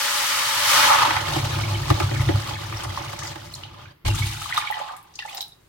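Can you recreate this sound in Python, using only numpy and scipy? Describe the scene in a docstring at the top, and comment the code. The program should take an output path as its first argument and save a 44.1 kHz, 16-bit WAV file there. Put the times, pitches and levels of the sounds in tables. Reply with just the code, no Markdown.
"""Water tipped into a hot pot

Water is tipped twice from a plastic bowl onto chickpeas in a hot steel pot, in a small kitchen.
It flashes to a sizzle of filtered clicks and noise, which sinks to a patter as the metal cools while
resonators drum in the pot's base. After a short pause a second, wider gush lands in standing water,
gurgles with ringing bubbles that rise in pitch, and ends in a few ticking drops.
"""
import sys
import numpy as np
from scipy import signal
from scipy.io import wavfile
from scipy.ndimage import uniform_filter1d

SR = 44100
rng = np.random.default_rng(int(sys.argv[2]) if len(sys.argv) > 2 else 0)


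def master_out(mix):
    """Clip the mix to full scale and print it as 16-bit PCM to the path in sys.argv[1]."""
    frames = np.transpose(np.atleast_2d(mix))
    ceiling = np.clip(frames, -1, 1)
    pcm = np.round(ceiling * 32767).astype(np.int16)
    wavfile.write(sys.argv[1], SR, pcm)


N = 250777
TIME = np.arange(N) / SR

# All source levels below are before the layer trims and the pot's own sound.
# the gush dies from the top down; rows are large bubbles, small bubbles, fine spray:
# (level [dB], fade start [s], fall [dB per s])
GUSH_LAYERS = [(-41.5, 4.83, 119), (-38, 4.654, 65), (-40, 4.43, 48)]
# the last spill and the fizz left behind; rows as in the gush: (spill level [dB], fizz level [dB])
SPILL_LAYERS = [(-47, -72), (-46.5, -74), (-53, -69)]
# shaking of the pot's base by the first stream, the boiling beneath it, the gush:
# (full at [s], fade start [s], level [dB], rise [dB per s], fall [dB per s])
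DRUM_SPELLS = [(1.25, 2.85, -34, 21, 10), (1.37, 2.37, -26.5, 40, 180), (4.055, 4.1, -22.5, 900, 55)]
# heavy shoves on the base: (time [s], level [dB])
THUMPS = [(1.357, -16.5), (1.425, -21), (1.557, -20), (1.665, -21), (1.713, -21.5), (1.86, -24),
          (1.899, -8), (2.027, -14.5), (2.123, -17), (2.191, -11.5), (2.266, -12), (2.336, -13.5),
          (2.513, -26), (2.643, -29), (2.738, -25.5), (2.854, -22.5), (4.05, -18.5), (4.089, -14),
          (4.196, -16), (4.227, -20)]
# loudest slaps of water and collapsing steam pockets:
# (time [s], level [dB], bass relative to the middle [dB], treble relative to the middle [dB])
SLAPS = [(1.049, -7, -14, -18), (1.071, -9, -1, -18), (1.104, -0.5, -14, -17), (1.164, 0, -28, -18),
         (1.281, -12, -15, -11), (1.358, -14, 9, -12), (1.9, -4, 8.5, -6.5), (1.999, -5.5, 2, -9.5),
         (2.11, -13, 6.5, -22), (2.286, -7.5, 9.5, -18), (2.507, -13.5, -3, -15), (2.722, -17.5, -4, -11),
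         (2.789, -16, -5, -20), (2.846, -14.5, -7, -27), (2.975, -13.5, -10, -9.5),
         (3.001, -18.5, 0.5, -17), (3.128, -17, -4, -7), (3.232, -20, 2, -3), (3.355, -20, 4, -10),
         (4.05, -16, 2, -14), (4.079, -11.5, 1.5, -3), (4.542, -12.5, -20, -4.5), (4.56, -11, -28, -12),
         (4.573, -5, -23, -7.5), (4.612, -16, -22, -9), (5.186, -24.5, -20, -8), (5.378, -21, -14, -6)]
# loudest single bubbles, first of steam and then of air:
# (time [s], level [dB], starting pitch [Hz], decay [cycles of 900 Hz, shorter at higher pitch],
#  rise [share of pitch])
PLOPS = [(0.918, -13, 910, 5.6, 0.063), (1.021, -15, 1250, 1.5, 0.038), (1.592, -25.5, 1134, 3, 0.061),
         (1.745, -24, 2980, 4, .03), (1.902, -13.5, 1166, 2.3, 0.0085), (2.534, -27, 3140, 4.4, 0.1),
         (2.724, -28, 1120, 2.6, 0.089), (2.769, -27, 5180, 4, 0.12), (2.974, -17, 1060, 2.4, 0.024),
         (3.27, -28.5, 5030, 5, 0), (3.539, -24, 4170, 2.5, 0.0079), (3.635, -24, 2810, 1.7, 0.069),
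         (4.06, -29, 2220, 4, 0.0063), (4.1, -24.5, 2750, 9, .02), (4.143, -29, 1190, 2.5, 0),
         (4.178, -28, 3500, 6, 0.012), (4.22, -22.5, 2230, 8.9, 0.0089), (4.416, -28.5, 1266, 6, 0.048),
         (4.457, -23.5, 1097, 2.5, 0.041), (4.524, -15.5, 1940, 2.5, 0.014), (4.569, -14, 3640, 3.2, 0.022),
         (4.576, -11, 1220, 2.7, 0.018), (4.672, -19.5, 2220, 4.3, .06), (4.701, -18.5, 863, 4.7, 0),
         (4.723, -22, 1895, 5.6, 0.042), (4.741, -26.5, 3030, 4, 0.023), (4.769, -24, 870, 3.4, .02),
         (4.8, -31, 590, 3.6, .04), (4.813, -22.5, 846, 2.4, 0), (4.888, -36, 1440, 4.5, 0.15),
         (5.19, -20.5, 2600, 1.8, 0.062), (5.2, -33.5, 1940, 11, 0.0039), (5.222, -29, 1750, 4.5, 0.0042),
         (5.251, -26.5, 830, 3.5, .03), (5.276, -34.5, 1880, 9, 0.29), (5.289, -33, 2480, 6.5, 0.062),
         (5.295, -35, 3320, 5, 0.088), (5.329, -34, 2700, 4.5, 0.2), (5.371, -28, 5200, 4, 0.011),
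         (5.376, -27, 3860, 4.4, 0.041), (5.407, -18, 3860, 2.6, .04), (5.426, -25, 3810, 4.2, .05),
         (5.521, -37, 3740, 2.5, 0.03)]
# clouds of large bubbles:
# (full at [s], fade start [s], level [dB], fall [dB per s], lowest pitch [Hz], highest pitch [Hz])
CHURN_CLOUDS = [(0.9, 1.0, -19.5, 90, 810, 1350), (4.78, 4.89, -35, 125, 740, 1250),
                (5.26, 5.39, -43, 200, 660, 950)]
# droplets that tick on the steel and on the water: (time [s], level [dB], centre of the tick [Hz])
DROPS = [(2.835, -23.5, 8900), (3.19, -24.5, 6100), (3.537, -31, 9800), (3.55, -26, 6000),
         (3.635, -31, 3300), (4.149, -21, 7900), (4.579, -23, 9000), (4.71, -27, 11900), (4.792, -35, 6960),
         (4.854, -41, 6500), (4.966, -34, 9500), (5.028, -41, 12000), (5.139, -42, 5000),
         (5.155, -30, 5500), (5.19, -26, 3630), (5.223, -35, 4000), (5.261, -36, 6570), (5.329, -36, 6500),
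         (5.347, -29, 3830), (5.348, -22, 14900), (5.371, -28, 4970), (5.379, -28, 6550),
         (5.407, -22.5, 4400), (5.411, -25.5, 12900), (5.481, -40.5, 10030)]
# spectral colour of boiling on steel: (frequency [Hz], density [dB per Hz])
SIZZLE_COLOUR = [(280, -20), (420, -32.5), (570, -10.5), (690, -25.5), (900, -2.5), (1300, -4),
                 (1700, -7.5), (2100, -5.5), (2450, -9), (3030, -7), (5250, -11), (6700, -15),
                 (12000, -20.5), (16000, -24)]
# spectral colour of the first stream: (frequency [Hz], density [dB per Hz])
POUR_COLOUR = [(280, -11.5), (340, -6.5), (450, -8.5), (580, -6.5), (680, -7), (850, -2.5), (1150, -2.5),
               (1600, -10.5), (3600, -7), (5400, -12.5), (12300, -24.5), (16000, -23.5)]
# spectral colour of the second stream: (frequency [Hz], density [dB per Hz])
GUSH_COLOUR = [(280, -19), (450, -36), (650, -11), (860, 0), (1200, -10), (1600, -10), (2200, -5),
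               (3700, -2.5), (5400, -11.5), (8100, -15), (16000, -23.5)]
# spectral colour of the slaps: (frequency [Hz], density [dB per Hz])
SLAP_COLOUR = [(260, -9), (340, 6.5), (450, -15), (800, 1), (1300, -8.5), (2500, -8), (5000, -9),
               (16000, -21.5)]
# spectral colour of the kitchen's background: (frequency [Hz], density [dB per Hz])
ROOM_COLOUR = [(30, 6), (65, 8), (125, 12), (220, -3.5), (340, 5), (450, -3.5), (900, -5.5), (2000, -7),
               (4000, -15), (8000, -34), (16000, -13.5)]
# resonances of the loaded steel base: (frequency [Hz], width of the booms [Hz], level [dB])
BASE_MODES = [(32, 10, -20), (67, 9, -10.5), (101.9, 9.4, 0), (135.3, 8.8, -5), (230, 30, -16.5),
              (336.3, 13, -12)]
# resonances of the air in the pot: (frequency before the gush [Hz], width [Hz], level [dB], left-right [dB])
AIR_MODES = [(584, 28, 2.5, -11), (875, 65, -0.5, -20), (1140, 37, -9, -12.5), (1306, 33, -10, -28.5),
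             (1690, 51, -5, 16), (2034, 150, -7.5, 3), (3020, 130, -8.5, -12.5), (5330, 70, -8, 0)]
# stereo likeness, held within +-1 when used: (frequency [Hz], left-right correlation [-])
LIKENESS = [(130, 1.1), (340, 0.14), (650, -0.22), (900, 0.08), (1300, 1.04), (1750, 0), (4200, 0.06),
            (5400, -0.15), (8000, 0)]
# stereo balance: (frequency [Hz], left-right [dB])
LEAN = [(400, 0.5), (600, -2.5), (780, -4.5), (1100, 1), (2400, -1), (4400, 0), (8000, 9.5), (15000, 5)]

# water boiling on hot steel: steady at first, it flares as it spreads over the base, then quenches the metal
SIZZLE_DB, FLARE_DB, QUENCH_DB_PER_S = -26.5, 7, 35.5
FLARE_START_S, FLARE_FULL_S, QUENCH_S = 0.47, 0.72, 0.86
# as water covers the steel, large steam bubbles gain and the fine spray is smothered
COVER_START_S, COVER_FULL_S, COVER_LARGE_DB, COVER_SPRAY_DB = 0.69, 1.0, 6, -8.5
# the stream on the chickpeas: the rising water cushions it, then it thins and its spray stops
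POUR_START_S, THIN_START_S, THIN_FULL_S, SPRAY_STOP_S, POUR_END_S = 1.19, 3.39, 3.47, 3.624, 3.92
POUR_DB, CUSHION_DB_PER_S, THIN_DB = -30.5, 5.5, -4.5
POUR_LARGE_DB, POUR_SPRAY_DB, SPRAY_STOP_DB = -4, -13, -13   # the first two relative to the small bubbles
SHALLOW_DB, DEEP_S = -1, 4   # single bubbles are a touch weaker in shallow water
# a brief shower of fine droplets ticks during the first pour
SHOWER_START_S, SHOWER_END_S, SHOWER_PER_S, SHOWER_DB, SHOWER_HZ = 3.19, 3.29, 260, -30.5, 6100
# the second gush lands hard, then digs into the water and drags more air under
GUSH_S, IMPACT_DB, IMPACT_FALL_S = 4.05, 7.5, 0.11
DIG_START_S, DIG_FULL_S, DIG_DB = 4.476, 4.49, 5.5
# the last water leaves the bowl in one short spill
SPILL_S, SPILL_END_S, SPILL_RISE_DB_PER_S, SPILL_FALL_DB_PER_S = 5.25, 5.385, 163, 230.5
CHURN_RISE_DB_PER_S = 398.5
SURGE_DB, SURGE_PER_S = 3, 35   # air is dragged under in gulps, so bubbles surge in level
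DRUM_FLUTTER_DB, DRUM_FLUTTER_PER_S = 2, 25
# boiling makes the base murmur (level relative to the sizzle), and the gush rocks the whole pot
MURMUR_HZ, MURMUR_WIDTH_HZ, MURMUR_DB = 234, 81, -32
ROCK_HZ, ROCK_WIDTH_HZ, ROCK_DB, ROCK_FALL_DB_PER_S = 38, 44, -26, 67
AIR_SAG = .1   # share by which the air's pitches sink by the end, as cold water drives out the steam
CUTOFF_HZ = 16100


def from_db(db):
    """Decibels to gain."""
    return 10 ** (np.asarray(db) / 20)


def rms_one(x):
    """Scale to unit rms."""
    return x / np.sqrt(np.mean(x ** 2) + 1e-20)


def at_hz(points, hz):
    """Read a table on a log-frequency axis."""
    points = np.array(points)
    return np.interp(np.log(hz), np.log(points[:, 0]), points[:, 1])


def gate(start, end, fade):
    """One between two times, with soft edges centred on them."""
    return np.clip(np.minimum(TIME - start, end - TIME) / fade + .5, 0, 1)


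def ramp(start, end):
    """Zero before one time, one after another, a straight rise between."""
    return np.clip((TIME - start) / (end - start), 0, 1)


def since(s):
    """Seconds gone by after a time, zero before it."""
    return np.maximum(TIME - s, 0)


def swell(full_s, fade_s, rise_db_per_s, fall_db_per_s):
    """Attack, hold and release in dB, zero on top and never below -100."""
    attack_db = rise_db_per_s * np.maximum(full_s - TIME, 0)
    release_db = fall_db_per_s * since(fade_s)
    return -np.minimum(attack_db + release_db, 100)


def drift(per_s):
    """Slow chance with unit rms, joined by straight lines."""
    knots = rng.standard_normal(int(N / SR * per_s) + 2)
    return rms_one(np.interp(TIME * per_s, np.arange(len(knots)), knots))


def pan(lean_db):
    """Left and right gains of constant power."""
    return rms_one(from_db(np.array([[.5], [-.5]]) * lean_db))


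def place(pair, hz):
    """Two unrelated signals become left and right, as alike and as lopsided as their pitch demands."""
    alike = np.clip(at_hz(LIKENESS, hz), -.99, .99)
    middle = np.sqrt(1 + alike) * pair[0]
    sides = np.sqrt(1 - alike) * pair[1] * np.array([[1], [-1]])
    return (middle + sides) * pan(at_hz(LEAN, hz))


def add(out, s, sound):
    """Mix a short sound in at a time."""
    at = int(s * SR)
    out[:, at:at + sound.shape[1]] += sound[:, :N - at]


def resonate(x, hz, width_hz):
    """Two-pole resonance with gain one on top."""
    r = np.exp(-np.pi * width_hz / SR)
    top = np.array([1, 0, -1]) * (1 - r * r) / 2
    poles = [1, -2 * r * np.cos(2 * np.pi * hz / SR), r * r]
    return signal.lfilter(top, poles, x + 1e-18)


def steep(x, hz, kind):
    """A steep high-pass or low-pass."""
    return signal.sosfilt(signal.butter(6, hz, kind, fs=SR, output="sos"), x + 1e-18)


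def even(x, window_s=0.079):
    """Hold the short-term level of a stereo sound at one."""
    power = uniform_filter1d(np.mean(x ** 2, axis=0), int(window_s * SR))
    return x / np.sqrt(power + 1e-18)


def bands(low, high, count):
    """Centres and band-pass filters evenly spread in pitch."""
    edges = np.geomspace(low, high, count + 1)
    return [(np.sqrt(a * b), signal.butter(2, [a, b], "band", fs=SR, output="sos"))
            for a, b in zip(edges, edges[1:])]


WATER_BANDS = bands(250, 17000, count=24)
ROOM_BANDS = bands(22, 17000, count=16)


def clicks(per_s, spread_db):
    """Random bursts, most small and a few large, each with two unrelated weights; unit rms."""
    at = np.flatnonzero(rng.random(N) < per_s / SR)
    size, angle = rng.random((len(at), 2)).T
    height = from_db(-spread_db * np.log(np.maximum(size, .02)))
    out = np.zeros((2, N))
    out[:, at] = height * [np.cos(2 * np.pi * angle), np.sin(2 * np.pi * angle)]
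    return rms_one(out)


def water(flow, colour, per_s, spread_db, splat, wash, flutter_db):
    """Tiny bubbles ring a few cycles each, droplets crack across all pitches, the smallest blur into a wash."""
    large_db, small_db, fine_db = flow
    power = from_db(small_db) ** 2
    # the colour holds for the average flow, so only departures from it tilt the spectrum
    large_db, fine_db = [db - small_db - np.average(db - small_db, weights=power) for db in (large_db, fine_db)]
    droplets = [clicks(per_s, spread_db) * splat + wash * rng.standard_normal((2, N)) for _ in range(2)]
    level_db = small_db + flutter_db * (drift(95) + 0.6 * drift(37))   # the stream breaks into drops and lumps
    out, middle_power = 0, 0
    for k, (hz, sos) in enumerate(WATER_BANDS):
        pops = clicks(per_s * np.sqrt(hz / 2000), spread_db)   # small bubbles outnumber large ones
        band = rms_one(place(signal.sosfilt(sos, pops + droplets[k % 2]), hz))
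        gain = from_db(at_hz(colour, hz)) * np.sqrt(hz)
        middle_power += gain ** 2 * (1500 < hz < 5000)
        large_share = at_hz([(1100, 1.0), (2400, 0.16)], hz)
        fine_share = at_hz([(3300, 0.066), (7500, 0.87)], hz)
        size_db = large_db * large_share + fine_db * fine_share
        out = out + gain * band * from_db(level_db + size_db)
    return out / np.sqrt(middle_power)


def bubble(hz, cycles, rise, swell_s=0.0013):
    """A trapped bubble swells into a ringing note that rises as it nears the surface."""
    age = TIME[:SR // 16]
    ring_s = cycles / np.sqrt(900 * hz)   # small bubbles ring for more cycles but less time
    shape = np.exp(-age / ring_s) * (1 - np.exp(-age / swell_s)) ** 2
    phase = 2 * np.pi * hz * age * (1 + rise * np.tanh(age / (4 * ring_s)))
    side, lean = rng.standard_normal(2)   # each spot in the pot reaches the two ears differently
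    apart = np.arccos(np.clip(at_hz(LIKENESS, hz), -1, 1)) * np.sign(side) * np.array([[.5], [-.5]])
    return shape / shape.max() * np.sin(phase + apart) * pan(at_hz(LEAN, hz) + 3 * lean)


def gurgle(flow, start, end, per_s, low_hz, high_hz, range_db, cycles, rise):
    """Air dragged under rings as bubbles of every size, in surges, as loud as the flow allows."""
    out = np.zeros((2, N))
    surge_db = SURGE_DB * np.minimum(drift(SURGE_PER_S), 1)   # surges in level, capped at SURGE_DB
    for when, size, force, depth in rng.random((int(per_s * TIME[-1]), 4)):
        at = int(when * N)
        if start < TIME[at] < end:
            hz = low_hz * (high_hz / low_hz) ** size
            flow_db = at_hz(list(zip((900, 2200, 9000), [level[at] for level in flow])), hz)
            gain = from_db(flow_db + surge_db[at] - range_db * force)
            add(out, TIME[at], gain * bubble(hz, cycles * (.5 + depth), rise * (1 - depth)))
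    return out


def rumble(hz, width_hz):
    """A narrow band of low shaking, evened to a steady level of one."""
    noise = rng.standard_normal((2, N))
    narrow = resonate(resonate(noise, hz, width_hz), hz, width_hz)
    return even(place(narrow, hz))


def room_tone():
    """The faint steady background of the kitchen, as coloured noise."""
    noise = rng.standard_normal((2, 2, N))
    out = 0
    for k, (hz, sos) in enumerate(ROOM_BANDS):
        out = out + from_db(at_hz(ROOM_COLOUR, hz)) * place(signal.sosfilt(sos, noise[k % 2]), hz)
    return from_db(-58.0) * rms_one(out)


def echoes(x, t60, first_s):
    """Dense reflections, different on each side, dying away."""
    age = TIME[:SR // 2]
    tail = rng.standard_normal((2, len(age))) * from_db(-60 * age / t60) * (age > first_s)
    tail = tail / np.sqrt(np.sum(tail ** 2, axis=1, keepdims=True))
    return signal.fftconvolve(x, tail, axes=1)[:, :N]


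def in_pot(x):
    """The pot's air rings, lower as the gush cools it; its steel wall reflects and the tiled kitchen answers."""
    samples = np.arange(N)
    clock = np.cumsum(1 - AIR_SAG * ramp(GUSH_S, TIME[-1]))   # sound travels slower in cooler air
    # squeeze time, ring at fixed pitches, then stretch back so that the pitches sink
    drive = [np.interp(samples, clock, side) for side in x]
    hollow = 0
    for hz, width_hz, db, lean_db in AIR_MODES:
        sides = pan(lean_db)
        heard = sides[:, 0] @ drive / np.sqrt(2)
        hollow = hollow + from_db(db) * sides * resonate(heard, hz, width_hz)
    x = x + from_db(-4.5) * np.array([np.interp(clock, samples, side) for side in hollow])
    wall = from_db(-6.5) * echoes(x, t60=0.067, first_s=0.0012)
    kitchen = from_db(-8.0) * echoes(x, t60=0.29, first_s=0.0055)
    return x + wall + kitchen


def sizzle_flow():
    """Levels in dB of large bubbles, small bubbles and fine spray while the steel flares and is drowned."""
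    flare_db = FLARE_DB * ramp(FLARE_START_S, FLARE_FULL_S) ** 3
    boil_db = SIZZLE_DB + flare_db - QUENCH_DB_PER_S * since(QUENCH_S)
    covered = ramp(COVER_START_S, COVER_FULL_S)
    return boil_db + COVER_LARGE_DB * covered, boil_db, boil_db + COVER_SPRAY_DB * covered


def pot_body():
    """The base murmurs under the boil; the gush sets the pot rocking on the stove."""
    murmur = from_db(MURMUR_DB + sizzle_flow()[0]) * rumble(MURMUR_HZ, MURMUR_WIDTH_HZ)
    rock_level = from_db(ROCK_DB - ROCK_FALL_DB_PER_S * since(GUSH_S)) * gate(GUSH_S, 6, fade=0.0101)
    return murmur + rock_level * rumble(ROCK_HZ, ROCK_WIDTH_HZ)


def drumming():
    """The stream and the boiling under it shake the base in its low modes."""
    stream, boiling, plunge = [from_db(db + swell(full_s, fade_s, rise, fall))
                               for full_s, fade_s, db, rise, fall in DRUM_SPELLS]
    push = np.maximum(stream, boiling) * gate(-1, POUR_END_S, fade=.01)
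    push = push + plunge * gate(GUSH_S, 6, fade=.007)
    shoves = np.zeros(N)
    for s, db in THUMPS:
        shoves[int(s * SR)] = from_db(db)
    soften = signal.butter(3, 160, fs=SR, output="sos")   # water pushes softly
    shoves = signal.sosfilt(soften, shoves + 1e-18)
    out = 0
    for k, (hz, width_hz, db) in enumerate(BASE_MODES):
        # neighbouring modes swing opposite ways, so each thud swells and throbs
        booms = (-1) ** k * resonate(shoves, hz, width_hz) * SR / (2 * np.pi * width_hz)
        flutter_db = DRUM_FLUTTER_DB * drift(DRUM_FLUTTER_PER_S)   # the stream favours one mode, then another
        shaking = from_db(-3.5 + flutter_db) * push * rumble(hz, 2.42 * width_hz)
        out = out + from_db(db) * (shaking + booms)
    return steep(out, 507, "low")   # the load of peas damps the higher modes


def droplet(hz, fall_s=0.0034, spread=1.28, satellite_db=-9, satellite_s=0.012, count=3):
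    """A droplet lands with a sharp tick of noise, and the specks it throws up tick after it; peak one."""
    age = TIME[:SR // 25]
    force = np.exp(-age / fall_s)
    for late, size in rng.random((count, 2)):
        lag = age - satellite_s * late
        force = force + from_db(satellite_db) * size * (lag > 0) * np.exp(-np.abs(lag) / fall_s)
    sos = signal.butter(2, [hz / spread, min(hz * spread, .45 * SR)], "band", fs=SR, output="sos")
    tick = place(signal.sosfilt(sos, rng.standard_normal((2, len(age))) * force), hz)
    return tick / np.abs(tick).max()


def drops():
    """Single droplets and the short shower of small ones tick as brief bands of noise."""
    out = np.zeros((2, N))
    for s, db, hz in DROPS:
        add(out, s, from_db(db) * droplet(hz))
    shower_s = SHOWER_END_S - SHOWER_START_S
    for when, size, pitch in rng.random((int(SHOWER_PER_S * shower_s), 3)):
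        tick = droplet(SHOWER_HZ * 2 ** (.4 * (pitch - .5)), spread=1.21)
        add(out, SHOWER_START_S + when * shower_s, from_db(SHOWER_DB - 13.0 * size) * tick)
    return from_db(2.5) * steep(out, 1340, "high")


def plops(count=4):
    """The loudest bubbles stand out, each shedding a few weaker bubbles of nearby size."""
    out = np.zeros((2, N))
    for s, db, hz, cycles, rise in PLOPS:
        add(out, s, from_db(db) * bubble(hz, cycles, rise))
        for late, size in rng.random((count, 2)):
            shed = bubble(hz * 2 ** (0.886 * size - .35), 0.5 * cycles, rise)
            add(out, s + .016 * late, from_db(db - 12.5 - 4.8 * late) * shed)
    return from_db(-1.0) * out


def slaps(fall_s=0.0063):
    """Each slap is a short burst of spray noise, dull or bright."""
    out, spray = 0, rng.standard_normal((2, 2, N))
    age = TIME[:SR // 12]
    burst = np.exp(-age / fall_s) * (1 - np.exp(-age / 0.00079))
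    for k, (hz, sos) in enumerate(WATER_BANDS):
        force = np.zeros((1, N))
        for s, db, bass_db, treble_db in SLAPS:
            tilt_db = at_hz([(550, bass_db), (900, 0), (2000, 0.044), (7000, treble_db)], hz)
            add(force, s, burst[None] * from_db(db + tilt_db))
        band = signal.sosfilt(sos, spray[k % 2] * force + 1e-18)
        out = out + from_db(at_hz(SLAP_COLOUR, hz)) * place(band, hz)
    return from_db(1.0) * out


def churn():
    """Large bubbles burble on: steam under the spreading water, then the air left by the gush and the spill."""
    out = 0
    for full_s, fade_s, db, fall, low_hz, high_hz in CHURN_CLOUDS:
        level_db = db + swell(full_s, fade_s, CHURN_RISE_DB_PER_S, fall)
        out = out + gurgle([level_db] * 3, full_s - .1, fade_s + .3, per_s=600, low_hz=low_hz,
                           high_hz=high_hz, range_db=7, cycles=3.5, rise=.06)
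    return out


def sizzle():
    """Countless steam bubbles on bare steel; they grow larger and sputter as water covers it."""
    sputter_db = 0.21 + 1.38 * ramp(QUENCH_S, COVER_FULL_S)
    boil = water(sizzle_flow(), SIZZLE_COLOUR, per_s=2500, spread_db=3.5, splat=0.41, wash=0.24,
                 flutter_db=sputter_db)
    return from_db(0.5) * boil * gate(-1, POUR_START_S, fade=0.078)


def pour_flow():
    """Levels in dB of large bubbles, small bubbles and spray in the first stream, sinking as the pot fills."""
    cushioned_db = POUR_DB - CUSHION_DB_PER_S * since(POUR_START_S)
    stream_db = cushioned_db + THIN_DB * ramp(THIN_START_S, THIN_FULL_S)
    stopped = ramp(SPRAY_STOP_S - .05, SPRAY_STOP_S + 0.045)
    spray_db = cushioned_db + POUR_SPRAY_DB + SPRAY_STOP_DB * stopped
    return stream_db + POUR_LARGE_DB, stream_db, spray_db


def pour():
    """A thin sheet of water patters over the chickpeas and bubbles between them."""
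    flow = pour_flow()
    patter = water(flow, POUR_COLOUR, per_s=380, spread_db=3.0, splat=0.54, wash=0.28, flutter_db=2.1)
    bubbles = gurgle(flow, POUR_START_S, POUR_END_S, per_s=240, low_hz=700, high_hz=6500,
                     range_db=17, cycles=2.1, rise=.12)
    depth_db = SHALLOW_DB * (1 - ramp(POUR_START_S, DEEP_S))
    mix = from_db(-2.5) * patter + from_db(10.0 + depth_db) * bubbles
    return mix * gate(POUR_START_S, 6, fade=0.037) * gate(-1, POUR_END_S, fade=0.027)


def gush_flow():
    """The same three levels for the gush, the spill after it and the fizz that stays."""
    impact_db = IMPACT_DB * np.exp(-since(GUSH_S) / IMPACT_FALL_S)
    air_db = impact_db + DIG_DB * ramp(DIG_START_S, DIG_FULL_S)
    lifts_db = (air_db, air_db, 0)   # trapped air feeds the bubbles, not the spray
    spill = swell(SPILL_S, SPILL_END_S, SPILL_RISE_DB_PER_S, SPILL_FALL_DB_PER_S)
    flow = []
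    for (db, fade_s, fall), (spill_db, fizz_db), lift_db in zip(GUSH_LAYERS, SPILL_LAYERS, lifts_db):
        plunge_db = db + lift_db - fall * since(fade_s)
        flow.append(np.maximum(plunge_db, np.maximum(spill_db + spill, fizz_db)))
    return flow


def gush():
    """A wide sheet plunges into standing water: splash and many ringing bubbles, none of them very low."""
    flow = gush_flow()
    splash = water(flow, GUSH_COLOUR, per_s=380, spread_db=3.0, splat=0.39, wash=0.3, flutter_db=2.2)
    bubbles = gurgle(flow, GUSH_S, TIME[-1], per_s=560, low_hz=760, high_hz=9000,
                     range_db=16, cycles=2.6, rise=.14)
    mix = from_db(-2.5) * splash + from_db(4.6) * bubbles
    return steep(mix, 660, "high") * gate(GUSH_S, 6, fade=.004)


def scene():
    """All the water sounds inside the pot, the base below them, the room around."""
    inside = drops() + plops() + slaps() + churn() + sizzle() + pour() + gush()
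    return room_tone() + pot_body() + drumming() + in_pot(inside)


def record(dry):
    """The top is cut steeply."""
    return signal.sosfilt(signal.ellip(10, .1, 80, CUTOFF_HZ, fs=SR, output="sos"), dry)


dry = scene()
out = record(dry)
master_out(out)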